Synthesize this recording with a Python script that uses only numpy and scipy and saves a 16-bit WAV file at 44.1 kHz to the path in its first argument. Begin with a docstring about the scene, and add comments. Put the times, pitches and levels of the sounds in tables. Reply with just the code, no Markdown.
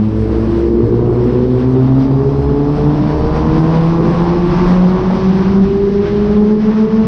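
"""A four-cylinder sport motorcycle accelerates in one gear through a road tunnel, heard at the helmet.
Exhaust orders, sines at multiples of the firing rate, glide up, beat with a wall copy, fade and dip.
Delayed copies of the engine off the passed wall ribs drop in pitch.
Intake roar and wind hiss (shaped noise), tunnel rumble, gear whine and a low wavering hum lie under it.
The input stage rounds the peaks; the camera case dulls the treble."""
import sys
import numpy as np
from scipy import signal
from scipy.fft import rfft, irfft
from scipy.io import wavfile
from scipy.ndimage import uniform_filter1d

SR = 44100
rng = np.random.default_rng(int(sys.argv[2]) if len(sys.argv) > 2 else 0)


def inscribe(sig):
    """Save sig as 16-bit PCM at rate SR to the path in sys.argv[1].

    A 1-D sig is mono; a 2-D sig holds one channel per row.
    Samples are clipped to [-1, 1] before scaling.
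    """
    pcm = np.round(np.clip(np.atleast_2d(sig).T, -1, 1) * 32767)
    wavfile.write(sys.argv[1], SR, pcm.astype(np.int16))


N = 311785
TIME_S = np.arange(N) / SR

# air noise at the helmet before gusts: (time [s], intake roar [dB], wind base [dB])
AIR_DB = [(0, -35.5, -45.5), (.3, -31, -42.5), (.6, -29.5, -40), (.72, -38, -45), (1.08, -28, -46),
          (1.2, -29, -42.5), (1.5, -34.5, -43), (1.9, -27.5, -43), (2.5, -28.5, -44), (3.0, -25.5, -39),
          (3.4, -23.5, -38.5), (4.0, -24.5, -35.5), (4.2, -20.5, -35), (4.47, -27, -36.5),
          (4.52, -21.5, -32.6), (4.72, -22, -32), (4.8, -23.5, -35.5), (4.97, -23, -36.5), (5.25, -25, -35),
          (5.5, -27, -36), (5.6, -27.5, -38), (5.85, -32.5, -40), (6.1, -31, -38.5), (6.3, -29, -39),
          (6.55, -34.5, -39.5), (6.7, -27.5, -38), (7.07, -29.5, -39)]
# short rises and lulls of the air noise: (time [s], rise [dB], negative = lull)
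GUSTS_AND_LULLS = [(.32, 0.5), (1.32, 2), (1.62, 2.5), (1.87, 3), (2.03, 4), (2.42, 0.5), (2.78, 3.5),
                   (3.12, 1.5), (3.37, 4), (3.57, 1.5), (3.76, 4), (4.0, -3.5), (4.54, 0), (5.23, 0.5),
                   (6.08, 3), (6.42, -2), (6.57, -5), (6.77, 0), (6.87, -4.5)]
GUST_HALF_S = .036


def undb(db):
    """Amplitude ratio of a dB value."""
    return 10 ** (np.asarray(db) / 20)


def curve(rows):
    """Columns of a time table, one value a sample."""
    s, *columns = np.transpose(rows)
    return [np.interp(TIME_S, s, column) for column in columns]


def colour(shape, hz):
    """dB of a spectrum at hz, interpolated over log frequency."""
    shape_hz, shape_db = np.transpose(shape)
    return np.interp(np.log(hz), np.log(shape_hz), shape_db)


def bells(rows, half_s):
    """A dB curve with one bell for each (time [s], height [dB]) row."""
    return sum(db * np.exp(-((TIME_S - s) / half_s) ** 2) for s, db in rows)


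def swells(multiple):
    """dB curve of the stretches in which one upper order or gear tone stands out or sinks."""
    # (time [s], multiple of the firing rate [-], rise [dB], negative = it sinks)
    swell_rows = [(.45, 5.5, 5), (1.05, 6, 6), (1.05, 8, 9), (1.35, 41.65, 7), (1.6, 9, 3), (1.7, 4.5, -10),
                  (1.95, 7, 5), (2.1, 6.5, 7), (2.55, 6, 4), (2.55, 6.5, -5), (2.25, 35.7, 6),
                  (2.7, 35.7, 2), (2.45, 29.75, 6), (5.55, 4.5, 4), (5.55, 5, 3), (3.7, 6.5, 2),
                  (3.9, 29.75, 3), (.85, 5, 4), (.25, 5, 3), (.3, 4.5, 3), (3.25, 29.75, 6), (3.45, 7.5, 7),
                  (4.05, 7, 8), (4.2, 5, 2), (4.5, 29.75, 6), (5.85, 4.5, -4)]
    return bells([(s, db) for s, k, db in swell_rows if k == multiple], half_s=.22)


def walk(rate):
    """Random levels held 1 / rate s and slewed twice; spread near 1."""
    hold = int(SR / rate)
    steps = np.repeat(rng.standard_normal(N // hold + 1), hold)
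    return 1.7 * uniform_filter1d(uniform_filter1d(steps, hold), hold)[:N]


def noise(shape, swell_db, flicker_db, rate):
    """Coloured noise in half-octave bands that swell together and flicker alone; rms 1."""
    hz = np.maximum(np.fft.rfftfreq(N, 1 / SR), 1)
    low_hz, high_hz = shape[0][0], shape[-1][0]
    inside = (hz >= low_hz) & (hz <= high_hz)
    spectrum = rfft(rng.standard_normal(N)) * undb(colour(shape, hz)) * inside
    common_db = swell_db * walk(rate)
    out = np.zeros(N)
    for centre in np.arange(2 * np.log2(low_hz), 2 * np.log2(high_hz) + 1):  # half octaves
        share = np.clip(1 - np.abs(2 * np.log2(hz) - centre), 0, 1)
        out += irfft(spectrum * share, N) * undb(common_db + flicker_db * walk(rate))
    return out / np.sqrt(np.mean(out ** 2))


def low_hum():
    """A tone wavering in pitch and level like a randomly shaken resonance, perhaps the fairing."""
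    hum_db = [(0.0, -31), (0.2, -16.5), (0.6, -19), (1.4, -24.5), (2.3, -24), (2.45, -13.5), (2.62, -23),
              (2.8, -23.5), (3.0, -25), (3.2, -16), (3.45, -18.5), (3.8, -37), (4.3, -22.5), (5.0, -40.5),
              (5.7, -30.5), (5.85, -31), (6.0, -28.5), (6.3, -24), (6.45, -33), (7.07, -50)]  # (time [s], level before wavering [dB])
    phase = 2 * np.pi * np.cumsum(65.5 + 3 * walk(18)) / SR
    return np.sqrt(2) * undb(curve(hum_db)[0] + .78 * walk(10)) * np.sin(phase)


def tunnel_rumble():
    """Two bands of shaped noise between the orders, each on its own level curve."""
    rumble_db = [(0, -26, -28), (.5, -21, -21), (1, -18.5, -17.5), (1.5, -26, -23.5), (2, -25, -20.5),
                 (2.5, -19.5, -26), (3, -16.5, -21), (3.5, -16.5, -25), (4, -17, -21), (4.5, -18, -24),
                 (5, -19, -24.5), (5.5, -18, -28.5), (6, -17.5, -30.5), (6.5, -22, -24.5),
                 (7.07, -18.5, -37)]  # (time [s], deep part [dB], upper part [dB])
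    # spectra of the parts: (frequency [Hz], relative level [dB])
    deep_shape = [(20, -5.5), (35, -3.5), (60, -5.5), (95, -7.5), (135, -2.5), (175, -4.5), (230, -2.5),
                  (300, -29)]
    upper_shape = [(160, -14), (230, -3), (280, -1.5), (420, 1), (520, -9.5), (700, -18.5)]
    deep_db, upper_db = curve(rumble_db)
    deep = undb(deep_db) * noise(deep_shape, swell_db=.7, flicker_db=1.5, rate=9)
    upper = undb(upper_db) * noise(upper_shape, swell_db=.7, flicker_db=1.5, rate=9)
    return deep + upper


def gear_whine(phase):
    """Tooth-mesh tones, blurred by random phase, let out by the gear case in one band."""
    gear_rows = [(23.8, -8), (29.75, -8), (35.7, -6), (41.65, -11)]  # (tooth meshes per firing [-], relative level [dB])
    case_shape = [(3000, -26), (3500, -17), (3900, -24), (4300, -15), (4600, -13), (5300, -14), (5700, -22),
                  (6200, -44), (8000, -75), (11000, -90)]  # (frequency [Hz], relative level [dB])
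    # the whine sinks under the wind at speed: (time [s], relative level [dB])
    whine_db = [(0, -2), (2, -1), (2.4, 2), (3.4, 2), (4.8, 0), (5.5, -8), (7.07, -9)]
    hz = np.gradient(phase) * SR / (2 * np.pi)
    tones = np.zeros(N)
    for k, db in gear_rows:
        tone_db = db + colour(case_shape, k * hz) + swells(k) + 1 - 2.2 * walk(20) ** 2
        tones += undb(tone_db) * np.sin(k * phase + 1.3 * walk(60))
    return undb(curve(whine_db)[0]) * tones


def wind(phase):
    """Air noise at the helmet: gusting hiss that carries the gear whine, and a thin treble that follows it."""
    # spectra: (frequency [Hz], relative level [dB])
    hiss_shape = [(900, 1.5), (1500, 2.5), (2500, -4.5), (4000, -9.5), (5300, -11), (6000, -16.5),
                  (6800, -30.5), (7500, -34.5), (9000, -53.5)]
    thin_shape = [(6000, -2.5), (7300, -6), (8500, 2), (9200, -5), (10500, -9.5), (12300, -11.5)]
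    random_gusts_db = .3 * walk(40)
    wind_db = curve(AIR_DB)[1] + bells(GUSTS_AND_LULLS, GUST_HALF_S) + random_gusts_db
    hiss = noise(hiss_shape, swell_db=.3, flicker_db=.7, rate=29)
    # sags 1.6 dB per s and follows .9 of the wind's departure from -41 dB
    thin_db = -61 - 1.6 * TIME_S + .9 * (wind_db + 41)
    thin = undb(thin_db) * noise(thin_shape, swell_db=1.6, flicker_db=.9, rate=33)
    return undb(wind_db + 3.5) * (hiss + gear_whine(phase)) + thin


def intake(hz, phase):
    """Weaker orders through the airbox, each fading on its own, over air roar puffed once per firing."""
    # halves come once per crank turn:
    # (multiple of the firing rate [-], relative level [dB], addition at the start, before load [dB])
    upper_orders = [(4.5, -13, 7), (5, -10, 4), (5.5, -12, -3), (6, -11, -4), (6.5, -11, -10), (7, -18, 0),
                    (7.5, -19, -6), (8, -16, -5), (8.5, -22, -3), (9, -17, -1), (9.5, -22, -2),
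                    (10, -18, -1), (11, -20, 0), (12, -22, 0)]
    airbox_shape = [(450, 2), (560, 0), (800, 0), (900, 1), (1160, 0), (1220, -7), (1350, -11), (2500, -12)]  # (frequency [Hz], relative level [dB])
    roar_shape = [(220, 10.5), (420, 1), (550, 4), (800, 2.5), (1100, 1), (1400, -8.5), (2200, -37.5)]  # (frequency [Hz], relative level [dB])
    orders_in_roar_db = [(0, 0), (2, -1.5), (3, 1), (5.2, 0.5), (5.8, -7.5), (7.07, 0.5)]  # (time [s], orders against the roar [dB])
    on_load_s = 3.
    light_load = np.clip(1 - TIME_S / on_load_s, 0, 1)
    orders = np.zeros(N)
    for k, db, early_db in upper_orders:
        order_db = db + early_db * light_load + swells(k) + colour(airbox_shape, k * hz)
        fade_db = 1.9 * walk(15) ** 2
        orders += undb(order_db + 2 - fade_db) * np.sin(k * phase + .42 * walk(30))
    orders *= np.sqrt(2) * undb(curve(orders_in_roar_db)[0])
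    puffs = 1 + .4 * np.sin(phase)
    roar = puffs * noise(roar_shape, swell_db=1.1, flicker_db=.9, rate=11)
    gusts = undb(.8 * bells(GUSTS_AND_LULLS, GUST_HALF_S))  # the roar shows .8 of the dB change
    return undb(curve(AIR_DB)[0]) * (orders + gusts * roar)


def wall_echoes(engine, hz):
    """Each rib of the lining echoes as it slides by; the path grows behind the bike, so the pitch drops."""
    metres_per_firing, wall_m, rib_spacing_m, sound_m_per_s = .21, 5., 5., 343.
    place_m = np.cumsum(hz) * metres_per_firing / SR
    ribs_m = np.arange(-30, place_m[-1] + 10, rib_spacing_m)
    chance = rng.standard_normal((len(ribs_m), 2))
    out = np.zeros(N)
    for rib_m, (shift_m, size) in zip(ribs_m, chance):
        at_m = rib_m + shift_m
        lo, hi = np.searchsorted(place_m, [at_m - 8, at_m + 32])
        behind_m = place_m[lo:hi] - at_m
        path_m = 2 * np.hypot(wall_m, behind_m)
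        # the pipe points backwards; far ribs fade out
        aim = np.clip((behind_m + 8) / 14, 0, 1) * np.clip((32 - behind_m) / 16, 0, 1)
        delayed = np.arange(lo, hi) - path_m / sound_m_per_s * SR
        heard = np.interp(delayed, np.arange(N), engine, left=0)
        out[lo:hi] += undb(4.5 * size) * aim * 2 * wall_m / path_m * heard
    return out


def exhaust(hz, phase):
    """The low orders as lines; a blurred copy off the receding wall lies a little lower and beats with each."""
    # level before fading: (time [s], first order [dB], second [dB], third [dB])
    main_orders_db = [(0.0, -15.5, -9, -20), (0.2, -18, -15.5, -20.5), (0.4, -20, -19.5, -17),
                      (0.6, -20.5, -17.5, -11.5), (0.8, -20, -16.5, -13), (1.0, -11.5, -19.5, -15.5),
                      (1.2, -12, -17, -11.5), (1.4, -17, -14, -16), (1.6, -14, -13, -13.5),
                      (1.8, -10.5, -12, -14.5), (2.0, -11.5, -9.5, -27), (2.2, -9, -18.5, -16),
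                      (2.4, -12, -20.5, -16), (2.6, -12, -12, -16.5), (2.8, -14, -13, -17.5),
                      (3.0, -12.5, -13, -28), (3.2, -15.5, -21.0, -19.5), (3.4, -19.5, -17.5, -22.5),
                      (3.6, -12, -13, -19.5), (3.8, -8.5, -20, -22), (4.0, -12.5, -16, -23.5),
                      (4.2, -14.5, -17.5, -28), (4.4, -11, -13, -33), (4.6, -13, -12, -34),
                      (4.8, -5, -18.5, -28.5), (5.0, -14, -18, -36), (5.2, -8.5, -19, -31),
                      (5.4, -10.5, -17.5, -46), (5.6, -5.5, -16.5, -51), (5.8, -17.5, -11, -46.5),
                      (6.0, -14, -11, -32), (6.2, -13.5, -13.5, -34), (6.4, -7.5, -14, -35),
                      (6.6, -8, -14.5, -42), (6.8, -8.5, -15, -33), (7.07, -7, -19.5, -36)]
    # orders beside them: (multiple of the firing rate [-], level before pipe [dB], slope [dB per s])
    side_orders = [(1.5, -33, 0), (2.5, -18, -6.5), (3.5, -21, -3), (4, -19.5, 1)]
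    side_swell_db = [(0, -2), (.3, 4.5), (.5, -5), (.75, 3), (1.0, 1.5), (1.2, -1.5), (1.4, 3), (1.6, -1),
                     (2, -8.5), (2.6, -2.5), (3.2, 5.5), (4.2, -3.5), (5, -2), (5.6, -3), (7.07, 0)]  # (time [s], swell of the side orders [dB])
    # pipe resonance that the side orders cross: (frequency [Hz], relative level [dB])
    pipe_shape = [(150, -28.5), (250, -10), (360, -22), (410, -0.5), (435, -4.5), (465, -3.5), (500, -5.5),
                  (530, -22), (620, -18), (900, -27)]
    # copy by way of the nearest wall: (time [s], amplitude relative to direct [-])
    wall_share = [(0, .2), (3, .22), (4.5, .22), (5.5, .28), (6, .18), (7.07, .22)]
    # brief level dips of single orders: (time [s], order [-], depth [dB], negative = rise)
    dip_rows = [(.07, 4, 28), (.27, 1, 6), (.48, 4, 13), (.62, 2, 10), (.7, 1, 6), (.875, 3, 13),
                (1.04, 2, 9), (1.21, 4, 16), (1.23, 2, 16), (1.3, 3, 12), (1.62, 3, 9), (1.86, 3, 25),
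                (2.06, 1, 12), (2.331, 3, 6), (2.44, 1, 15), (2.681, 1, 5), (2.751, 3, 6), (3.42, 1, 1),
                (2.561, 1, 15), (2.8, 2, 11), (3.619, 3, 24), (3.789, 2, 7), (3.9, 3, 26), (4.582, 2, 20),
                (5.2, 1, 19), (6.74, 1, 3.5), (6.74, 2, 17), (.15, 2, 4), (1.11, 2, 14), (4.16, 2, 22),
                (4.48, 1, 7), (4.71, 2, 17), (5.0, 1, 11), (5.12, 2, 15), (5.45, 1, 6), (5.71, 1, 10),
                (5.92, 2, 5.5), (6.09, 2, 3), (3.06, 3, 11), (2.97, 2, 1), (.53, 4, 12), (.22, 3, 6),
                (.43, 3, -0.5), (1.152, 3, 7), (4.3, 3, 7), (4.6, 3, 16), (6.0, 3, 5), (6.4, 3, 9.5),
                (6.75, 3, 7), (5.6, 4, 12), (5.85, 4, 15), (6.05, 4, 6), (6.47, 4, 12), (6.65, 4, 10),
                (1.1, 4, 7), (6.07, 1, 25.5), (6.58, 1, 5), (6.62, 2, 19), (6.89, 1, 17)]
    wall_slip, wall_blur_per_s = .05, 30  # pitch share the copy lies lower; waver rate per order

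    lines = list(zip((1, 2, 3), curve(main_orders_db)))
    for k, db, slope in side_orders:
        side_db = db + curve(side_swell_db)[0] + slope * TIME_S + colour(pipe_shape, k * hz)
        lines.append((k, side_db))
    share = curve(wall_share)[0]
    out = np.zeros(N)
    for k, db in lines:
        blur = walk(k * wall_blur_per_s) + 1j * walk(k * wall_blur_per_s)
        paths = 1 + share * blur * np.exp(-1j * wall_slip * k * phase)  # direct + wall
        dips = [(s, depth) for s, order, depth in dip_rows if order == k]
        fade_db = .42 * walk(16) ** 2
        line_db = db - fade_db - bells(dips, half_s=.025)
        out += np.sqrt(2) * undb(line_db) * np.imag(paths * np.exp(1j * k * phase))
    return out


def scene():
    """Engine, its echoes and the background noises at the helmet."""
    revs = [(0, 106.8), (.44, 112), (.88, 117.3), (1.32, 122.8), (1.77, 129.6), (2.21, 137), (2.65, 144.2),
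            (3.09, 151.1), (3.53, 159), (3.97, 167), (4.42, 175.3), (4.86, 182.5), (5.3, 190.1),
            (5.74, 197.8), (6.18, 205.7), (6.62, 214.2), (7.07, 222.6)]  # (time [s], firing rate [Hz])
    hz = curve(revs)[0]
    phase = 2 * np.pi * np.cumsum(hz) / SR
    engine = exhaust(hz, phase) + intake(hz, phase)
    echoes = undb(-17) * wall_echoes(engine, hz)
    return (engine + echoes + tunnel_rumble() + low_hum() + wind(phase))[None]


def record(dry):
    """The input stage rounds the peaks, the treble rolls off and the top is cut."""
    rounded = .96 * np.tanh(dry / 1.057)
    dulled = signal.sosfilt(signal.butter(2, 10000, fs=SR, output="sos"), rounded)
    return signal.sosfilt(signal.ellip(8, .2, 70, 12400, fs=SR, output="sos"), dulled)


dry = scene()
out = record(dry)
inscribe(out)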